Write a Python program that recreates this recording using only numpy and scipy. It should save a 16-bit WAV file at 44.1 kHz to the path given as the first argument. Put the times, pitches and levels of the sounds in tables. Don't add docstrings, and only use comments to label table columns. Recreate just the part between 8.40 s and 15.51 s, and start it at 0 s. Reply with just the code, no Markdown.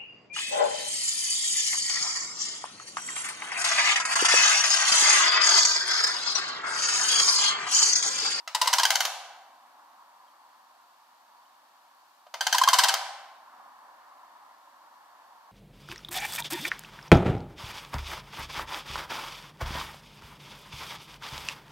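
import sys
import numpy as np
from scipy import signal
from scipy.io import wavfile

SR = 44100
rng = np.random.default_rng(int(sys.argv[2]) if len(sys.argv) > 2 else 0)


def wrap_up_sound(samples):
    columns = np.atleast_2d(samples).T
    tamed = np.clip(columns, -1, 1)
    steps = np.round(tamed * 32767).astype(np.int16)
    wavfile.write(sys.argv[1], SR, steps)


def to_linear_factor(level_db):
    exponent = np.asarray(level_db, float) / 20
    return 10 ** exponent


N = 313674


def rms_one(x):
    return x / np.sqrt(np.mean(x ** 2) + 1e-20)


def at_hz(points, hz):
    table = np.array(points)
    return np.interp(np.log(hz), np.log(table[:, 0]), table[:, 1])


def drift(rate_hz):
    r = np.exp(-2 * np.pi * rate_hz * 40 / SR)
    slow = signal.lfilter([1], [1, -2 * r, r * r], rng.standard_normal(N // 40 + 2002))[2000:]
    return np.interp(np.arange(N) / 40, np.arange(len(slow)), rms_one(slow))


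def resonate(x, hz, width_hz):
    r = np.exp(-np.pi * width_hz / SR)
    poles = [1, -2 * r * np.cos(2 * np.pi * hz / SR), r * r]
    return signal.lfilter([(1 - r * r) / 2, 0, (r * r - 1) / 2], poles, x)


def bands(length):
    white = rng.standard_normal((2, 2, length))
    edges = 35 * 2 ** np.arange(0, 9.1, 1 / 3)
    for k, (low, high) in enumerate(zip(edges, edges[1:])):
        sos = signal.butter(2, [low, high], "band", fs=SR, output="sos")
        yield np.sqrt(low * high), signal.sosfilt(sos, white[k % 2])


def stereo(mid, side, alike):
    alike = np.clip(alike, 0, 1)
    return np.sqrt(1 + alike) * mid + np.sqrt(1 - alike) * side * [[1], [-1]]


# (time [s], level [dB])
ROAD_LEVEL = [
    (0, -58.5),
    (1.3, -54),
    (2.9, -57.5),
    (4.7, -57),
    (5.2, -50),
    (6.399, -53),
    (7.11, -53),
]
# (frequency [Hz], density [dB per Hz])
ROAD_SPECTRUM = [(24, -67.5), (40, -30), (91, -36.5), (162, -36), (268, -16.5), (387, -24), (490, -32),
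                 (660, -7.5), (995, 1), (1340, -10.5), (1570, -10), (2070, -33), (2600, -29), (3380, -61.5),
                 (5720, -120)]
# (frequency [Hz], level [dB])
HISS_SPECTRUM = [(1290, -29.5), (2200, 1.5), (3970, 3.5), (4460, 5.5), (5130, 0.5), (12000, -7),
                 (12800, -5), (13300, -1), (13900, -10), (15300, -10), (16000, -14)]
# (frequency [Hz], left-right likeness [0-1])
BACKGROUND_COHERENCE = [(60, .6), (150, .93), (260, .93), (400, .7), (950, .82), (1600, .42), (2380, .1),
                        (6000, .05)]


def background(patchy_db):
    hiss_db = -65.5
    road, hiss, together = 0, 0, drift(2.5)
    for hz, (mid, side) in bands(N):
        pair = stereo(mid, side, at_hz(BACKGROUND_COHERENCE, hz))
        flicker_db = patchy_db * (.6 * together + drift(3.3))
        road = road + to_linear_factor(at_hz(ROAD_SPECTRUM, hz) + flicker_db) * pair
        hiss = hiss + to_linear_factor(at_hz(HISS_SPECTRUM, hz)) * pair
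    s, drone_db = np.transpose(ROAD_LEVEL)
    road = rms_one(road) * to_linear_factor(np.interp(np.arange(N) / SR, s, drone_db))
    road[0] = np.roll(road[0], 3)
    return road + to_linear_factor(hiss_db) * rms_one(hiss)


# (frequency [Hz], level [dB rms])
WHINE_LINES = [
    (13127, -94.5),
    (13187, -79),
    (13247, -78),
    (13307, -88),
]


def whine():
    t = np.arange(N) / SR
    wander = 8.0 * np.cumsum(drift(8.0)) / SR
    side_phase = [[0], [1.4]]
    tone = sum(to_linear_factor(db) * np.sin(2 * np.pi * (hz * t + wander) + side_phase) for hz, db in WHINE_LINES)
    return tone * to_linear_factor(np.array([[1.5], [-1.5]]))


# (frequency [Hz], width [Hz], level [dB rms])
INSECT_BANDS = [
    (4500, 150, -77.5),
    (15230, 150, -94),
    (15740, 200, -100),
]
# (time [s], start frequency [Hz], end frequency [Hz], duration [ms], level [dB])
SONGBIRD_CHIRPS = [
    (1.868, 3500, 2880, 30, -63),
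    (1.915, 3300, 3200, 7.1, -74),
    (3.052, 2800, 3250, 10, -60),
]


def small_life():
    out = np.zeros((2, N))
    for hz, width_hz, db in INSECT_BANDS:
        once = resonate(rng.standard_normal((2, N)), hz, width_hz)
        out += to_linear_factor(db + 1.5 * drift(3.0)) * rms_one(resonate(once, hz, width_hz))
    for s, start_hz, end_hz, ms, db in SONGBIRD_CHIRPS:
        n, i = round(ms * SR / 1000), round(s * SR)
        cycles = np.cumsum(np.linspace(start_hz, end_hz, n)) / SR
        out[:, i:i + n] += to_linear_factor(db) * np.hanning(n) * np.sin(2 * np.pi * cycles)
    return out


# (frequency [Hz], T60 [s])
MARSH_DECAY = [(400, 0.15), (700, 1.5), (1000, 1.1), (1500, 1), (3000, 0.87), (6000, 0.69), (11000, 0.59),
               (16000, 0.21)]
# (frequency [Hz], level [dB])
MARSH_SPECTRUM = [(200, -53), (400, -35.5), (550, -20.5), (680, -2.5), (850, -1), (1000, -4.5), (1300, -4),
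                  (2200, -2.5), (3500, 1.5), (6000, 4), (8500, 2), (12000, 6.5)]
# (frequency [Hz], left-right likeness [0-1])
MARSH_COHERENCE = [(800, .95), (1600, .78), (3200, .45), (5000, .15), (9000, .08)]


def marsh(x, near_db, near_s):
    t = np.arange(SR * 3 // 2) / SR
    tail = 0
    for hz, pair in bands(len(t)):
        decay_db = at_hz(MARSH_SPECTRUM, hz) - 60 * t / at_hz(MARSH_DECAY, hz)
        tail = tail + to_linear_factor(decay_db) * stereo(*pair, at_hz(MARSH_COHERENCE, hz))
    tail = tail / np.sqrt(np.sum(tail[0] ** 2)) * (1 - np.exp(-t / 0.00059))
    tail = tail * (1 + to_linear_factor(near_db) * np.exp(-t / near_s))
    sent = x * (.45 + .9 * drift(450.0))
    return signal.fftconvolve(sent[None], tail, axes=1)[:, :N]


def syrinx(t, knock, chance, air, effort, lean, rebound, sag, wide):
    _, snap_db, hz, tone_db = knock
    late, size = chance
    ms_12, ms_per_db, us_12, us_per_db, longest_ms, widest_us = effort
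    ms = np.clip(ms_12 + ms_per_db * (snap_db + 12), 4, longest_ms)
    us = np.clip(us_12 + us_per_db * (snap_db + 12), 14, widest_us)
    along = np.clip(t / (ms / 1000), 0, 1)
    swell = np.sin(np.pi * along ** lean) ** 0.51
    fall = sag - 0.01 * wide
    cycles = np.cumsum(hz * (1 - fall * np.minimum(2 * along - .65, 1) ** 2)) / SR
    at = np.interp(np.arange(16) + .5 + .04 * late, cycles, t)
    height = np.interp(at, t, swell) * to_linear_factor(snap_db + 1.3 * size)
    snaps = height @ (1 / (1 + ((t - at[:, None]) / (us * 1e-6)) ** 2))
    snaps = snaps + rebound * np.roll(snaps, round(.52 * SR / hz))
    soft = np.exp(-1e6 / (us * SR))
    air = signal.lfilter([1 - soft], [1, -soft], air)
    snaps = snaps + to_linear_factor(snap_db - 19) * swell * air
    tone = -to_linear_factor(tone_db + 1.0) * swell ** 2 * np.cos(2 * np.pi * cycles)
    return snaps, tone


def throat_colour(snaps, throat, mode):
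    rung = sum(to_linear_factor(db + m) * resonate(snaps, hz, width_hz) for (hz, width_hz, db), m in zip(throat, mode))
    return rung - .85 * resonate(snaps, 2450, 800)


def bird(knocks, effort, throat, windpipe, lean, rebound, sag):
    open_bill_db, echo_loss_per_db, neck_shift = -18, 0.5, .04
    out, t = np.zeros((2, N)), np.arange(1200) / SR
    chance = rng.standard_normal((len(knocks), 3, 16))
    breath = rng.standard_normal((len(knocks), len(t)))
    trip_s, loss_db, dull_hz = windpipe
    dull = signal.butter(1, dull_hz, fs=SR)
    for knock, (late, size, mode), air in zip(knocks, chance, breath):
        wide = max(knock[3] - open_bill_db, 0)
        snaps, tone = syrinx(t, knock, (late, size), air, effort, lean, rebound, sag, wide)
        rung = throat_colour(snaps, throat, mode)
        echo = np.array([snaps + rung + tone, snaps + .2 * rung + .4 * tone])
        i = round(knock[0] * SR)
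        lag = round(trip_s * (1 + neck_shift * mode[-1]) * SR)
        for turn in range(4):
            start = i + turn * lag
            out[:, start:start + len(t)] += echo
            echo = signal.lfilter(*dull, to_linear_factor(loss_db - echo_loss_per_db * wide) * echo)
    return out


# (time [s], snap level [dB], pulse rate [Hz], tone level [dB])
HIGH_KNOCKS = [(.0005, -51.5, 954, -44.5), (.1478, -13.5, 948, -21.5), (.2142, -11.5, 996, -18),
               (.2735, -11, 1019, -18), (.3290, -12.5, 999, -23.5), (.3830, -11, 1020, -19.5),
               (.4320, -10.5, 988.5, -22), (4.1455, -17, 978, -13.5), (4.2140, -20, 1035, -8.5),
               (4.2748, -17, 1081, -7.5), (4.3312, -11, 1018, -9.5), (4.3858, -8, 1046, -17),
               (4.4355, -7.5, 972.4, -19.5), (4.4835, -10.5, 890, -26.5)]
# (burst at -12 dB [ms], slope [ms/dB], snap at -12 dB [us], slope [us/dB],
# longest burst [ms], widest snap [us])
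HIGH_BURST = (9.0, -0.29, 43.5, -0.5, 11.5, 70.5)
# (frequency [Hz], width [Hz], level [dB])
HIGH_RESONANCES = [(994, 90, 2), (1597, 70, 2), (3300, 610, -5.5), (4400, 450, -5), (5080, 880, 12),
                   (7900, 2500, 10), (12200, 12000, 5.5)]
# (round trip [s], loss [dB], dull above [Hz])
HIGH_TUBE = (.0088, -5.5, 4500)


def high_bird():
    return bird(HIGH_KNOCKS, HIGH_BURST, HIGH_RESONANCES, HIGH_TUBE, lean=.7, rebound=0.11, sag=0.14)


# (time [s], snap level [dB], pulse rate [Hz], tone level [dB])
LOW_KNOCKS = [(.0755, -19, 680, -35.5), (.2450, -24, 600, -33.5), (.2575, -19.5, 520, -20),
              (.3355, -5, 759.4, -26), (.3970, -10, 813, -28.5), (.4520, -7, 811.4, -29.5),
              (.5045, -5, 704.5, -23), (.5552, -5.5, 774, -25), (.6045, -8, 740.3, -24),
              (.6512, -9, 610, -23.5), (3.8670, -42.5, 625, -34), (3.9400, -20, 608, -25.5),
              (4.0082, -12, 810.4, -26), (4.0675, -9, 805, -20.5), (4.1262, -9, 796, -25),
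              (4.1822, -6, 805, -42.5), (4.2358, -6.5, 819, -32.5), (4.2862, -5, 815, -27),
              (4.3402, -7.5, 751.4, -29.5), (4.3925, -7, 830, -38), (4.4425, -8, 782.6, -17.5),
              (4.4918, -11, 804.5, -28.5), (4.5400, -6, 631.7, -19.5)]
# (burst at -12 dB [ms], slope [ms/dB], snap at -12 dB [us], slope [us/dB],
# longest burst [ms], widest snap [us])
LOW_BURST = (8.0, -0.32, 45, -2, 7.5, 110.5)
# (frequency [Hz], width [Hz], level [dB])
LOW_RESONANCES = [(488, 55, 2.7), (931.4, 65, 11), (1590, 150, 3.1), (2075, 87, 7.7), (3200, 200, 9.4),
                  (4280, 530, 2), (4700, 660, 2.7), (6100, 980, 10.74), (13300, 5050, 5.5)]
# (round trip [s], loss [dB], dull above [Hz])
LOW_TUBE = (.0082, -6.5, 4500)


def low_bird():
    return bird(LOW_KNOCKS, LOW_BURST, LOW_RESONANCES, LOW_TUBE, lean=0.53, rebound=.25, sag=0.13)


def ports(x, share, scatter):
    treble = signal.sosfiltfilt(signal.butter(2, 3600, "high", fs=SR, output="sos"), x)
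    side = (share + scatter * drift(400.0)) * treble
    return np.array([x + side, x - side])


def scene():
    front, around = high_bird() + low_bird()
    low_cut = signal.butter(3, 732, "high", fs=SR, output="sos")
    front = signal.sosfiltfilt(low_cut, front)
    direct = ports(front, share=.15, scatter=.3)
    birds = direct + to_linear_factor(1.0) * marsh(around, near_db=6.0, near_s=0.0063)
    return birds + background(patchy_db=0.72) + small_life() + whine()


def band_limit(x):
    return signal.sosfilt(signal.butter(12, 16970, fs=SR, output="sos"), x)


def record(dry):
    low = signal.filtfilt(*signal.butter(2, 2000, fs=SR), dry.mean(axis=0))
    heard = dry + 1.3 * np.gradient(low) * [[-1], [1]]
    treble = signal.filtfilt(*signal.butter(2, 10000, "high", fs=SR), heard)
    heard = heard + .22 * treble * [[1], [-1]]
    rounded = 2.354 * np.tanh(heard / 3.11)
    top_cut = signal.cheby2(16, 36, 15950, fs=SR, output="sos")
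    mix = signal.sosfilt(top_cut, rounded)
    return band_limit(mix)


dry = scene()
out = record(dry)
wrap_up_sound(out)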